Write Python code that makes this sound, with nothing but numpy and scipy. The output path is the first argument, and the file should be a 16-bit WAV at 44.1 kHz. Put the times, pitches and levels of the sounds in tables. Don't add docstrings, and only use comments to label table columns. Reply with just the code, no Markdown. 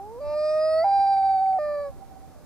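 import sys
import numpy as np
from scipy import signal
from scipy.fft import rfft, irfft, next_fast_len
from scipy.io import wavfile

SR = 44100
rng = np.random.default_rng(int(sys.argv[2]) if len(sys.argv) > 2 else 0)


def transcribe(u):
    v = np.clip(np.atleast_2d(u).T, -1, 1)
    q = np.round(v * 32767).astype(np.int16)
    wavfile.write(sys.argv[1], SR, q)


N = 108045
T = np.arange(N) / SR

FIRST_BREAK_S, BREAK_UP_S, BREAK_DOWN_S, END_S, BREAK_FADE_S = .207, .842, 1.587, 1.915, 0.0075
UPPER_FLICKER_DB = 1.2
# start in seconds, peak level in dB.
TICKS = [(0.912, -50), (.995, -49), (1.066, -50), (1.167, -47), (1.228, -49), (1.292, -49), (1.336, -53),
         (1.38, -54), (1.46, -49), (1.529, -50)]


def from_db(db):
    return 10 ** (np.asarray(db) / 20)


def rms_one(x):
    return x / np.sqrt(np.mean(x ** 2) + 1e-20)


def in_time(rows):
    s, *columns = np.transpose(rows)
    return [np.interp(T, s, c) for c in columns]


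def at_hz(points, hz):
    table_hz, values = np.array(points).T
    return np.interp(np.log(np.maximum(hz, 1)), np.log(table_hz), values)


def drift(rate_hz):
    r = np.exp(-2 * np.pi * rate_hz / SR)
    noise = rng.standard_normal(N + SR)
    return rms_one(signal.lfilter([1], [1, -2 * r, r * r], noise)[SR:])


def low_pass(x, cut_hz):
    return signal.sosfilt(signal.butter(2, cut_hz, fs=SR, output="sos"), x)


def gate(start, end):
    fade_in = np.clip((T - start) / BREAK_FADE_S + .5, 0, 1)
    fade_out = np.clip((end - T) / BREAK_FADE_S + .5, 0, 1)
    return fade_in * fade_out


def bump(peak_s, before_s, after_s):
    return np.exp(-((T - peak_s) / np.where(T < peak_s, before_s, after_s)) ** 2)


def loon():
    opening = opening_note() * gate(-1, FIRST_BREAK_S)
    rise = rising_note() * gate(FIRST_BREAK_S, BREAK_UP_S)
    high, high_phase = high_note()
    high = high * gate(BREAK_UP_S, BREAK_DOWN_S)
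    fall = falling_note() * gate(BREAK_DOWN_S, END_S)
    return opening + rise + high + fall + ticks(high_phase)


def note(rows, upper_db, sag=0, dulled_db=0):
    # frequency in Hz, gain in dB.
    throat = [(1700, -11), (1870, -6), (2000, 6.5), (2300, 3), (2450, 2.5), (2620, -14), (3550, -9.5),
              (3670, 1.5), (3800, -5), (4250, -5.5), (4340, -11.5), (4470, 3.5), (4600, 9), (4780, 6),
              (4900, 8.5), (4970, -2.5), (5000, 11.5), (5110, -0.5), (5250, -8), (5550, 2), (5680, -25),
              (8000, 6), (8250, -3), (8600, 5), (8720, 1.5), (8900, 9.5), (9400, -3), (10200, 5.5),
              (10600, -8), (11700, -7), (12100, 5.5)]
    WAVER_HZ, WAVER_DB = .9, .25
    SAG_HZ, SAG_DB = 5.8, 1.3
    ROUGH_DB, UPPER_ROUGH_DB, ROUGH_HZ = -44, -19.5, 250
    EFFORT_BRIGHTENS = 0.42
    DULLS_ABOVE_HZ = 4500

    hz, first_db, second_db = in_time(rows)
    sung_hz = hz - SAG_HZ * sag + WAVER_HZ * drift(29.0)
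    phase = 2 * np.pi * np.cumsum(sung_hz) / SR
    rough = 1 + from_db(ROUGH_DB) * drift(ROUGH_HZ)
    flicker_db = UPPER_FLICKER_DB * np.array([drift(17.0), drift(45.0)])
    out = from_db(first_db) * rough * np.sin(phase)
    out += from_db(second_db + flicker_db[1] / 2) * np.sin(2 * phase)

    effort_db = EFFORT_BRIGHTENS * (second_db - second_db.max())
    upper = from_db(second_db + effort_db) * (1 + from_db(UPPER_ROUGH_DB) * drift(ROUGH_HZ))
    for k, db in enumerate(upper_db, 3):
        colour_db = at_hz(throat, k * hz) - dulled_db * (k * hz > DULLS_ABOVE_HZ)
        out += upper * from_db(db + colour_db + flicker_db[k % 2]) * np.sin(k * phase + k * k)
    level_db = WAVER_DB * drift(13.0) - SAG_DB * sag
    return np.sqrt(2) * from_db(level_db) * out, phase


def opening_note():
    # time in seconds, pitch in Hz, rms level of the fundamental and second harmonic in dB.
    opening = [(0, 387, -51, -37), (.094, 435.5, -43.5, -44), (.142, 468.4, -41, -48.5),
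               (.176, 487.5, -38.5, -49), (.205, 546, -38, -55.5)]
    return note(opening, [-18, -38])[0]


def rising_note():
    # time in seconds, pitch in Hz, rms level of the fundamental and second harmonic in dB.
    rise_rows = [(.212, 582.9, -33.5, -51), (.338, 600.4, -26.5, -43.5), (.436, 609.7, -23.5, -41.5),
                 (.582, 621.3, -22, -39), (.744, 635.2, -21, -39), (.792, 644.8, -20, -38.5),
                 (.82, 657, -20.5, -40.5), (.842, 697, -21, -48)]
    # dB from the second, before throat and effort.
    rise_orders = [-5, -14.5, -40, -22.5, -11.5, -15.5, -16.5, -43.5, -43.5, -39, -29.5, -31.5, -43.5,
                   -39.5, -39, -48, -37.5]
    # time in seconds, reference rms level in dB.
    doubling_rows = [(0.205, -69.5), (.25, -47), (.3, -44.5), (0.339, -43), (0.375, -70.5)]
    # multiple of the pitch, level in dB from that reference.
    half_lines = [(.5, -20.5), (1.5, -0.5), (2.5, -27.5), (3.5, -23), (4.5, -17.5), (6.5, -25.5),
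                  (7.5, -25), (8.5, -20.5), (9.5, -22.5)]
    DOUBLING_DULLS_DB = 6.5
    HIGH_HALVES_S, HIGH_HALVES_FADE_S = 0.23, .05

    doubling = from_db(in_time(doubling_rows)[0]) * gate(doubling_rows[0][0], doubling_rows[-1][0])
    dulled_db = DOUBLING_DULLS_DB * np.sqrt(doubling / doubling.max())
    rise, phase = note(rise_rows, rise_orders, dulled_db=dulled_db)
    later = np.clip((T - HIGH_HALVES_S) / HIGH_HALVES_FADE_S, 0, 1)
    for k, db in half_lines:
        line = from_db(db + UPPER_FLICKER_DB * drift(17.0)) * np.sin(k * phase)
        rise += np.sqrt(2) * doubling * line * (later if k > 7 else 1)
    return rise


def high_note():
    # time in seconds, pitch in Hz, rms level of the fundamental and second harmonic in dB.
    high_rows = [(.852, 793, -19, -54.5), (.93, 794.9, -18.5, -51.5), (1.13, 786, -19, -51.5),
                 (1.2, 779, -19.5, -54.5), (1.31, 777.8, -19.5, -54), (1.37, 770.4, -20, -57.5),
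                 (1.398, 757.4, -22, -56.5), (1.425, 776.4, -20.5, -59.5), (1.5, 765.7, -20.5, -60.5),
                 (1.55, 765.7, -21.5, -63.5), (1.578, 744, -23, -80)]
    # dB from the second, before throat and effort.
    high_orders = [-7, -25, -0.5, -6.5, -15, -21, -29.5, -29.5, -21, -24.5, -20]
    # time in seconds, pitch in Hz, reference rms level in dB.
    undertone = [(.845, 623.6, -32.5), (.87, 600.3, -38), (.95, 605.4, -53), (1.02, 615.7, -59.5),
                 (1.44, 593, -68), (1.5, 621, -70.5), (1.55, 618, -45), (1.585, 635, -41.5)]
    # multiple of the high note, multiple of the undertone,
    # level in dB from that reference.
    mixing = [(0, 1, -1.5), (2, -1, -6), (1, 1, -18.5), (3, -1, -27), (2, 1, -23)]
    SAG_S, SPRING_S = 0.02, 0.0053

    sag = sum(bump(s, SAG_S, SPRING_S) for s, _ in TICKS)
    high, high_phase = note(high_rows, high_orders, sag)
    under_hz, under_db = in_time(undertone)
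    under_phase = 2 * np.pi * np.cumsum(under_hz) / SR
    tones = sum(from_db(db) * np.sin(a * high_phase + b * under_phase) for a, b, db in mixing)
    return high + np.sqrt(2) * from_db(under_db) * tones, high_phase


def ticks(high_phase):
    TICK_HZ, TICK_S, TICK_RING_S = 2233, 0.00053, 0.0058
    out = np.zeros(N)
    for s, db in TICKS:
        peak_s = s + TICK_S
        third_phase = 3 * np.interp(peak_s, T, high_phase) + 3 * 3
        tone = np.sin(2 * np.pi * TICK_HZ * (T - peak_s) + third_phase)
        out += from_db(db) * bump(peak_s, TICK_S, TICK_RING_S) * tone
    return out


def falling_note():
    # time in seconds, pitch in Hz, rms level of the fundamental and second harmonic in dB.
    fall_rows = [(1.594, 603.8, -26, -40.5), (1.73, 588, -27.5, -41.5), (1.824, 576.6, -29.5, -43),
                 (1.87, 560.4, -32.5, -45.5), (1.89, 557.4, -34.5, -50.5), (1.915, 537, -52, -69)]
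    # dB from the second, before throat and effort.
    fall_orders = [1.5, -21.5, -33, -48, -19, -28.5, -27.5]
    return note(fall_rows, fall_orders)[0]


def shore(call):
    # time in seconds, gain in dB.
    echo_swell = [(1.6, -1), (1.74, -0.5), (1.77, -8), (1.8, 3), (1.825, -11), (1.86, 7), (1.9, -7),
                  (1.93, 5.5), (1.98, -11), (2.03, 12.5), (2.075, -12), (2.12, 8), (2.145, -4.5),
                  (2.17, 11), (2.205, -8), (2.235, 6), (2.29, -5.5), (2.34, 0)]
    ECHO_S, ECHO_CUT_HZ = 0.765, 980
    ECHO_DB, ECHO_LEFT_DB = -28.5, -14.5
    ECHO_FLUTTER_DB = 5.0
    SCATTER_DB, SCATTER_S = -43, .3

    dull = low_pass(call, ECHO_CUT_HZ)
    flutter_db = ECHO_FLUTTER_DB * drift(18.0)
    swell_db = np.where(T < echo_swell[0][0], flutter_db, in_time(echo_swell)[0])
    delayed = np.interp(T - ECHO_S, T, dull, left=0)
    echo = from_db([[ECHO_DB + ECHO_LEFT_DB], [ECHO_DB]] + swell_db) * delayed

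    decay = np.exp(-T / SCATTER_S)
    scatter = from_db(SCATTER_DB) * decay / np.linalg.norm(decay) * rng.standard_normal((2, N))
    return echo + signal.fftconvolve(scatter, dull[None], axes=1)[:, :N]


def wind():
    # peak time in seconds, rms level at the peak in dB, time to fall to 1/e in seconds.
    gusts = [(0.281, -38.5, 0.034), (0.988, -33.5, 0.017), (1.898, -35, 0.01), (1.968, -36.5, 0.028)]
    WIND_CUT_HZ, WIND_DB, WIND_LUMP_DB = 78, -51.5, -2.5
    low = low_pass(rng.standard_normal(N), WIND_CUT_HZ)
    steady = from_db(WIND_DB + WIND_LUMP_DB * drift(19.0))
    gusting = sum(from_db(db) * bump(s, length, length) for s, db, length in gusts)
    return (steady + gusting) * rms_one(low)


def hush():
    # frequency in Hz, level in dB per Hz.
    hush_spectrum = [(20, -67), (86, -73), (170, -77), (340, -81.5), (700, -84), (1030, -90), (1900, -100),
                     (3000, -105), (5000, -103), (13000, -107), (15400, -110)]
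    # frequency in Hz, correlation from 0 to 1.
    likeness = [(90, 1), (300, 0.09), (1400, 0.99), (3100, 0.2), (8000, 0.14), (13300, 0.17)]
    hz = np.arange(N // 2 + 1) * SR / N
    alike = np.clip(at_hz(likeness, hz), 0, 1)
    gain = from_db(at_hz(hush_spectrum, hz)) * np.sqrt(SR / 4)
    shared, apart = rfft(rng.standard_normal((2, N))) * gain
    shared = irfft(shared * np.sqrt(1 + alike), N)
    apart = irfft(apart * np.sqrt(1 - alike), N)
    return np.array([shared + apart, shared - apart])


def drone():
    DRONE_HZ, DRONE_WIDTH_HZ, DRONE_DB = 73.3, 13, -58
    r = np.exp(-np.pi * DRONE_WIDTH_HZ / SR)
    w = 2 * np.pi * DRONE_HZ / SR
    noise = rng.standard_normal(N + SR)
    hum = signal.lfilter([1, 0, -1], [1, -2 * r * np.cos(w), r * r], noise)[SR:]
    return from_db(DRONE_DB) * rms_one(hum)


def ports(left, right):
    # frequency in Hz, lead of the left port in radians.
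    port_lead = [(90, 2.95), (170, 2.7), (260, 1.33), (520, 0.45), (800, .3), (1890, 0.1), (2450, -.75),
                 (3100, -3.1), (3700, -4.8), (4800, -5.4), (5500, -5.0), (8000, -4.6), (10200, -4.0),
                 (12100, -6.3)]
    # frequency in Hz, left minus right in dB.
    port_balance = [(110, -2.5), (800, -2), (1890, -0.5), (4400, -2), (8000, -0.5), (8800, 8),
                    (10200, -6.5), (12000, 1)]
    size = next_fast_len(N + 4096)
    hz = np.arange(size // 2 + 1) * SR / size
    half = np.exp(.5j * at_hz(port_lead, hz)) * from_db(at_hz(port_balance, hz) / 2)
    left = irfft(rfft(left, size) * half, size)
    right = irfft(rfft(right, size) / half, size)
    return np.array([left, right])[:, :N]


def scene():
    call = loon()
    left, right = call + wind() + hush()
    return ports(left, right) + shore(call) + drone()


def record(dry):
    CUTOFF_HZ = 15530
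    return signal.sosfilt(signal.ellip(12, .2, 80, CUTOFF_HZ, fs=SR, output="sos"), dry)


dry = scene()
out = record(dry)
transcribe(out)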